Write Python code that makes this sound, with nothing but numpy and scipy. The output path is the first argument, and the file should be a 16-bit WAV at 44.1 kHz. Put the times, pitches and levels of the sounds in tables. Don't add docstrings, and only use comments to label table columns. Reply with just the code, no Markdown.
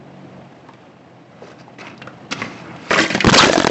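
import sys
import numpy as np
from scipy import signal
from scipy.fft import rfft, irfft
from scipy.io import wavfile

SR = 44100
rng = np.random.default_rng(int(sys.argv[2]) if len(sys.argv) > 2 else 0)


def put_to_file(sound):
    columns = np.atleast_2d(sound).T
    safe = np.clip(columns, -1, 1)
    whole_steps = np.round(safe * 32767)
    wavfile.write(sys.argv[1], SR, whole_steps.astype(np.int16))


N = 163170
T = np.arange(N) / SR
EDGE_HZ = 7960
LN_1000 = np.log(1000)


def amp(db):
    return 10 ** (np.asarray(db) / 20)


def unit(x):
    return x / np.sqrt(np.mean(x ** 2) + 1e-20)


def curve(table, axis=1):
    rows = np.array(table)
    return np.interp(T, rows[:, 0], rows[:, axis])


def add(mix, start_s, sound):
    part = mix[max(round(start_s * SR), 0):][:len(sound)]
    part += sound[:len(part)]


def band(x, hz, kind, order=3):
    sos = signal.butter(order, np.clip(hz, 10, SR * .49), kind, fs=SR, output="sos")
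    return signal.sosfilt(sos, x)


def colour(x, points, size=4096):
    point_hz, point_db = np.transpose(points)
    hz = abs(np.fft.fftfreq(size, 1 / SR))
    gain = amp(np.interp(np.log(hz + 1), np.log(point_hz), point_db))
    gain = gain / (1 + (hz / 9000) ** 16)
    log_gain = np.log(gain + 1e-5)
    taps = np.fft.ifft(np.exp(np.conj(signal.hilbert(log_gain)))).real[:size // 2]
    return signal.oaconvolve(x, taps / np.linalg.norm(taps))[:len(x)]


def drift(rate_hz):
    return unit(band(rng.standard_normal(N + SR), rate_hz, "low", order=2)[SR:])


def grit(per_s, spread_db, clump_db, clump_hz, hiss, ping_s, count=40):
    t = np.arange(1024) / SR
    pings = np.zeros(N)
    for hz in (np.arange(count) + rng.random(count)) * EDGE_HZ / count:
        size, chance = rng.random((2, N))
        hits = chance < per_s / count / SR
        train = amp(spread_db * np.minimum(-np.log(1 - size), 3)) * hits
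        ping = np.cos(2 * np.pi * (hz * t + rng.random())) * np.exp(-t / ping_s)
        pings += unit(signal.oaconvolve(train, ping)[:N])
    grains = unit(pings - pings.mean()) + hiss * rng.standard_normal(N)
    return unit(grains * amp(clump_db * drift(clump_hz)))


def brighten(x, treble_db, corner_hz=2900):
    hz = np.fft.rfftfreq(N, 1 / SR)
    low = irfft(rfft(x) / (1 + (hz / corner_hz) ** 6), N)
    return low + amp(treble_db) * (x - low)


def burst(decay_s, size=4096):
    n = np.arange(size)
    first_touch = 6.5 * (n == 0)
    return (rng.standard_normal(size) + first_touch) * np.exp(-n / SR / decay_s)


def sized(x, db):
    return amp(db) * x / np.sqrt(np.sum(x ** 2) / (.008 * SR))


# time in seconds, level in dB.
ROLL_S_DB = [(0, -44), (.3, -43), (.75, -44), (1.13, -46.5), (1.5, -43), (1.75, -45), (2, -42.5),
             (2.28, -41.5), (2.5, -38), (2.9, -39)]
# frequency in Hz, relative density in dB per Hz.
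ROLL_SPECTRUM_HZ_DB = [(30, -33), (70, -16.5), (110, 2), (335, 1.5), (410, -4), (730, -3.5), (1300, -12),
                       (2600, -17.5), (3600, -23.5), (8000, -36)]
# time in seconds, level in dB.
RUMBLE_S_DB = [(0, -54), (1.1, -75), (1.7, -51), (2.3, -47.5), (2.42, -28.5), (2.52, -46.5), (2.9, -50)]
# time in seconds, fundamental in Hz, level in dB.
TREAD_S_HZ_DB = [(0, 46.6, -47.5), (.37, 46.27, -47), (.62, 42.81, -56), (2.8, 41.45, -50.5)]
# frequency in Hz, gain in dB.
HUM_SPECTRUM_HZ_DB = [(85, -13.5), (135, 3), (165, -1.5), (187, 2.5), (212, -5.5), (265, -13), (328, -8),
                      (355, -14.5), (555, -11), (800, -14)]


def tyres():
    grains = grit(per_s=2800, spread_db=1, clump_db=1.0, clump_hz=40, hiss=2.27, ping_s=0.0043)
    roll = colour(grains, ROLL_SPECTRUM_HZ_DB)
    rumble = unit(band(rng.standard_normal(N), [112, 281], "band", order=4))

    pitch_hz = curve(TREAD_S_HZ_DB) * (1 + 0.0047 * drift(9.5))
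    turns = np.cumsum(pitch_hz) / SR
    mode_hz, mode_db = np.transpose(HUM_SPECTRUM_HZ_DB)
    hum = np.zeros(N)
    for k in range(2, 17):
        level_db = np.interp(k * pitch_hz, mode_hz, mode_db) + 1.5 * drift(9)
        hum += amp(level_db) * np.sin(2 * np.pi * (k * turns + rng.random()))

    out = roll * amp(curve(ROLL_S_DB)) + rumble * amp(curve(RUMBLE_S_DB))
    return out + np.sqrt(2) * hum * amp(curve(TREAD_S_HZ_DB, axis=2))


# frequency in Hz, relative level in dB, 60 dB decay time in seconds.
FRAME_HZ_DB_T60 = [(517, 2.5, 0.092), (1203, -3.5, 0.18), (1600, -7.5, 0.2), (1852, 1.5, 0.15),
                   (2070, -1, 0.15), (2720, 4, 0.081), (4200, 1, 0.18)]


def ring(x, ring_db):
    t = np.arange(SR // 3) / SR
    modes = np.zeros(len(t))
    for hz, db, t60_s in FRAME_HZ_DB_T60:
        gain = amp(db) * 4 * LN_1000 / (t60_s * SR)
        modes += gain * np.exp(-LN_1000 * t / t60_s) * np.cos(2 * np.pi * hz * t)
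    return x + amp(ring_db) * signal.oaconvolve(x, modes)[:N]


# start in seconds, clack in dB, pitch of the struck part in Hz, thud in dB, tick in dB.
BLOWS = [(0.688, -37.5, 920, -45, -56), (0.688, -46.5, 1680, -50, -66), (.736, -51, 2330, -43, -53.5),
         (1.421, -36, 483, -37.5, -71), (1.434, -36.5, 400, -46, -71), (1.477, -40, 549, -41, -61),
         (1.516, -43, 1510, -49, -54), (1.68, -37.5, 804, -46, -77), (1.786, -46, 2080, -51, -62),
         (1.811, -42.5, 4200, -42.5, -64), (1.828, -34, 725, -44, -78), (1.869, -38, 2670, -40, -68),
         (1.978, -46.5, 4420, -57, -59), (2.017, -34.5, 1580, -37.5, -57), (2.021, -34.5, 2730, -52, -64),
         (2.073, -30.5, 1396, -34.5, -47), (2.324, -25.5, 1390, -28.5, -21.5), (2.388, -38, 3280, -32, -50),
         (2.397, -37, 1130, -33, -50), (2.418, -25, 1130, -36, -43), (2.418, -21.5, 2020, -29, -41),
         (2.445, -35.5, 1210, -32, -47), (2.514, -50, 1944, -33.5, -56), (2.611, -31, 166, -42, -53),
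         (2.708, -43.5, 2230, -39, -71), (2.763, -46, 2442, -49.5, -47), (2.907, -14, 1955, -20, -45),
         (2.911, -16, 480, -24, -41), (2.914, -15.5, 1250, -27, -37), (2.932, -17, 1265, -25.5, -28),
         (2.94, -16.5, 2420, -29.5, -30), (2.96, -15, 1236, -41, -36.5), (2.989, -10, 1820, -24, -30),
         (3.003, -17, 1130, -21, -19), (3.038, -23.5, 2800, -22.5, -30.5),
         (3.103, -21.5, 2370, -26.5, -27.5), (3.127, -28, 1630, -38, -45), (3.148, -16, 1750, -16.5, -23.5),
         (3.153, -21, 188, -23, -26), (3.178, -39, 685, -23, -34.5), (3.2055, -12.5, 2440, -44, -21.5)]
CLACK_S, THUD_S, TICK_S = 0.0054, 0.0054, 0.0054
CLACK_SPREAD = 1.24
PART_Q, PART_DB = 18.5, 1.5
MOUNT_HZ, MOUNT_RISE_S, MOUNT_DECAY_S = 189.5, 0.0021, 0.0045
MOUNT_DB = -2.5


def blows():
    out = np.zeros(N)
    t = np.arange(4096) / SR
    bump = np.sin(2 * np.pi * MOUNT_HZ * t) * (1 - np.exp(-t / MOUNT_RISE_S)) * np.exp(-t / MOUNT_DECAY_S)
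    for start_s, clack_db, hz, thud_db, tick_db in BLOWS:
        contact = burst(CLACK_S)
        part = signal.lfilter(*signal.iirpeak(hz, PART_Q, SR), contact)
        broad = band(contact, [hz / CLACK_SPREAD, hz * CLACK_SPREAD], "band", order=2)
        clack = unit(broad) + amp(PART_DB) * unit(part)
        thud = band(burst(THUD_S), [260, 850], "band")
        tick = band(band(burst(TICK_S), 2800, "high"), 4600, "low")
        add(out, start_s, sized(clack, clack_db))
        add(out, start_s, sized(thud, thud_db) + sized(bump, thud_db + MOUNT_DB))
        add(out, start_s, sized(tick, tick_db))
    return ring(out, ring_db=-9)


def echoes(x, level_db=-15, t60_s=0.44):
    t = np.arange(SR // 2) / SR
    scatter = rng.standard_normal(len(t)) * (t > .005) * np.exp(-LN_1000 * t / t60_s)
    tail = band(scatter, 3900, "low", order=1)
    return amp(level_db) * signal.oaconvolve(x, tail / np.linalg.norm(tail))[:N]


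# start in seconds, length in seconds, level in dB, treble in dB, rise in seconds, fall in seconds.
BRUSHES = [(1.403, 0.12, -52, 2.5, 0.04, 0.0087), (1.58, 0.035, -49, 2.5, .015, .008),
           (1.782, .03, -36.5, -6, 0.0057, 0.021), (1.831, 0.053, -39, -10, 0.031, 0.044),
           (2.309, 0.024, -28.5, 4.5, 0.0042, 0.0061), (2.346, 0.11, -37, 0, 0.046, 0.014),
           (2.464, 0.15, -45, 0, 0.042, 0.018), (2.638, 0.13, -46.5, -20, 0.014, 0.056),
           (2.763, 0.24, -39.5, 1.5, .14, .005)]
# frequency in Hz, relative density in dB per Hz.
BRUSH_SPECTRUM_HZ_DB = [(60, -50.5), (200, 7), (700, 1), (1300, 6), (1800, 2.5), (2600, 4), (3300, -6),
                        (4700, -4), (6000, -7.5), (8000, -17.5)]


def brushes():
    grains = grit(per_s=3000, spread_db=0, clump_db=1.5, clump_hz=90, hiss=.6, ping_s=0.0023)
    grains = colour(grains, BRUSH_SPECTRUM_HZ_DB)
    out = np.zeros(N)
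    for start_s, length_s, db, treble_db, rise_s, fall_s in BRUSHES:
        rise = np.clip((T - start_s) / rise_s, 0, 1)
        fall = np.exp(-np.maximum(T - start_s - length_s, 0) / fall_s)
        out += amp(db) * rise * fall * brighten(grains, treble_db)
    return out


# time in seconds, level in dB.
RATTLE_S_DB = [(2.31, -48), (2.39, -49), (2.52, -57.5), (2.9, -62)]


def rattle():
    ticks = grit(per_s=320, spread_db=9, clump_db=1.0, clump_hz=30, hiss=.1, ping_s=0.0016)
    ticks = unit(band(ticks, [1780, 5200], "band", order=2))
    return ticks * amp(curve(RATTLE_S_DB)) * (T > RATTLE_S_DB[0][0])


# time in seconds, level in dB before SLIDE_TRIM_DB, treble in dB.
SLIDE = [(2.9, -41, 18.5), (2.915, -25.5, 9), (2.945, -15, -1), (3.005, -16, 3), (3.03, -23.5, 14),
         (3.055, -21, 1), (3.09, -38.5, 12.5), (3.11, -18, 1), (3.16, -33, 11.5), (3.195, -40.5, 13),
         (3.22, -26, 1.5), (3.25, -37, 1)]
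# frequency in Hz, relative density in dB per Hz.
SLIDE_SPECTRUM_HZ_DB = [(40, -29), (150, 3), (450, 2), (850, -1.5), (1300, -2.5), (2000, 3), (2700, -2.5),
                        (3700, -12), (5500, -12), (8000, -21)]
SLIDE_TRIM_DB = -3.5


def slide():
    grains = grit(per_s=1800, spread_db=4.5, clump_db=2.0, clump_hz=160, hiss=0.9, ping_s=0.0039)
    grains = colour(grains, SLIDE_SPECTRUM_HZ_DB)
    touching = (T > SLIDE[0][0]) & (T < SLIDE[-1][0])
    scrape = brighten(grains, curve(SLIDE, axis=2)) * amp(curve(SLIDE) + SLIDE_TRIM_DB) * touching
    return ring(scrape, ring_db=-17.5)


# start in seconds, starting level in dB.
BOOMS = [(2.911, -21), (2.998, -12.5), (3.147, -24.5)]
BOOM_HZ, BOOM_T60_S = 324.8, 0.31


def wheel():
    out = np.zeros(N)
    t = np.arange(SR // 2) / SR
    for start_s, db in BOOMS:
        add(out, start_s, amp(db - 60 * t / BOOM_T60_S) * np.sin(2 * np.pi * BOOM_HZ * t))
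    return out


# start in seconds, thump in dB, thump pitch in Hz, crack in dB, hollow ring in dB.
KNOCKS = [(3.2452, 11, 1050, -2.5, -17), (3.249, 0, 200, -22, -32), (3.2585, -2.5, 175, -15.5, -36),
          (3.267, 10, 290, -23, -33), (3.2699, 14, 100, 0, -9), (3.2752, 13, 215, -15, -25),
          (3.2808, 8, 258, -8, -24), (3.303, -14, 182, -19, -25), (3.3088, -4, 200, -18.5, -32),
          (3.318, 3.5, 175, -18, -30), (3.325, 7.5, 220, -13, -24), (3.361, 8.5, 306, -4, -15),
          (3.408, 2.5, 170, -9.5, -13), (3.467, 3.5, 240, -17, -6), (3.4755, 2, 390, -17, -19),
          (3.497, 11.5, 530, -19, -5.5), (3.5118, 0, 330, -20, -17), (3.532, 2, 500, -6.5, -6),
          (3.5382, -6, 550, -34, -10.5), (3.5562, 5.5, 690, -12, -2.5), (3.5728, 0.5, 420, -26, -21),
          (3.5785, 9, 330, -6.5, -8), (3.601, -2, 330, -7, -10), (3.6215, -5, 290, -20, -9),
          (3.6457, 2.5, 417, -7, -8), (3.669, 8, 340, -1.5, -23), (3.6745, -6, 300, -12, -12),
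          (3.697, 2, 446, -28, -19)]
# frequency in Hz, level in dB, 60 dB decay time in seconds.
CASE_HZ_DB_T60 = [(380, -16, 0.034), (642, 2.5, 0.026), (924, -8, 0.033), (1647, -8.5, 0.045),
                  (3400, -11.5, 0.025)]
# frequency in Hz, relative density in dB per Hz.
CRACK_SPECTRUM_HZ_DB = [(30, -16.5), (300, 10), (1000, 5.5), (1700, 2.5), (2800, -3), (5000, -7.5),
                        (8000, -15.5)]
THUMP_AT_400_HZ_S, THUMP_LINGER = 0.0021, 0.44
THUMP_RISE_S, CRACK_S = 0.0012, 0.0016
CASE_SPREAD = 0.048


def knocks():
    thumps, cracks = np.zeros(N), np.zeros(N)
    t = np.arange(SR // 12) / SR
    rise = 1 - np.exp(-t / THUMP_RISE_S)
    for start_s, thump_db, thump_hz, crack_db, hollow_db in KNOCKS:
        decay_s = THUMP_AT_400_HZ_S * (400 / thump_hz) ** THUMP_LINGER
        thump = np.sin(2 * np.pi * thump_hz * t) * np.exp(-t / decay_s)
        hollow = np.zeros(len(t))
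        for hz, db, t60_s in CASE_HZ_DB_T60:
            mode_hz = hz * (1 + CASE_SPREAD * rng.standard_normal())
            hollow += amp(db) * np.exp(-LN_1000 * t / t60_s) * np.sin(2 * np.pi * mode_hz * t)
        add(thumps, start_s, (amp(thump_db) * thump + amp(hollow_db) * hollow) * rise)
        add(cracks, start_s, sized(burst(CRACK_S), crack_db))
    return thumps + colour(cracks, CRACK_SPECTRUM_HZ_DB)


def sing(x, table, width_hz):
    turn = np.exp(2j * np.pi * np.cumsum(curve(table)) / SR)
    pole = np.exp(-np.pi * width_hz / SR)
    tone = (turn * signal.lfilter([1], [1, -2 * pole, pole * pole], x / turn)).real
    return unit(tone) * amp(curve(table, axis=2)) * (T > table[0][0]) * (T < table[-1][0])


# time in seconds, level in dB, treble in dB.
GRIND = [(3.284, -14.5, -15), (3.299, -6, -5.5), (3.303, -44, 24), (3.322, -47, 4), (3.33, -9.5, -2.5),
         (3.35, -9, 0.5), (3.362, -19, 0), (3.385, -10.5, 4.5), (3.408, -15.5, -3), (3.445, -9.5, -5.5),
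         (3.465, -18.5, 1), (3.51, -25.5, -1), (3.535, -31, 13), (3.55, -32, 4.5), (3.61, -27, 1.5),
         (3.7, -33.5, -2.5)]
# frequency in Hz, relative density in dB per Hz.
GRIND_SPECTRUM_HZ_DB = [(30, -31), (90, -10.5), (200, 0), (550, 2.5), (850, -1.5), (1300, -1.5),
                        (2000, -4.5), (3000, -4.5), (4300, -7.5), (5800, -9), (8000, -14.5)]
# time in seconds, pitch in Hz, level in dB.
SHELL_S_HZ_DB = [(3.327, 1100, -21.5), (3.349, 1210, -32), (3.4, 1277, -8), (3.45, 1600, -21.5),
                 (3.47, 1640, -20)]
# time in seconds, pitch in Hz, level in dB.
SCREECH_S_HZ_DB = [(3.357, 4900, -48), (3.371, 4630, -21), (3.385, 4200, -4), (3.413, 3340, -16),
                   (3.47, 2500, -33.5)]


def grind():
    grains = grit(per_s=4000, spread_db=3.5, clump_db=2.5, clump_hz=200, hiss=0.55, ping_s=0.0031)
    grains = colour(grains, GRIND_SPECTRUM_HZ_DB)
    rough = brighten(grains, curve(GRIND, axis=2)) * amp(curve(GRIND)) * (T > GRIND[0][0])
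    screech = sing(rng.standard_normal(N), SCREECH_S_HZ_DB, width_hz=1150)
    shell = sing(rng.standard_normal(N), SHELL_S_HZ_DB, width_hz=360)
    return rough + screech + shell


def scene():
    bicycle = brushes() + blows() + rattle() + slide() + wheel()
    camera = grind() + knocks()
    return (tyres() + bicycle + echoes(bicycle) + camera)[None]


def record(dry):
    overload = 0.65
    clipped = dry / (1 + (dry / overload) ** 4) ** .25
    thinned = band(clipped, 62, "high", order=1)
    taps = signal.firwin(401, EDGE_HZ, window=("kaiser", 8), fs=SR)
    return signal.oaconvolve(thinned, taps[None], "same")


dry = scene()
out = record(dry)
put_to_file(out)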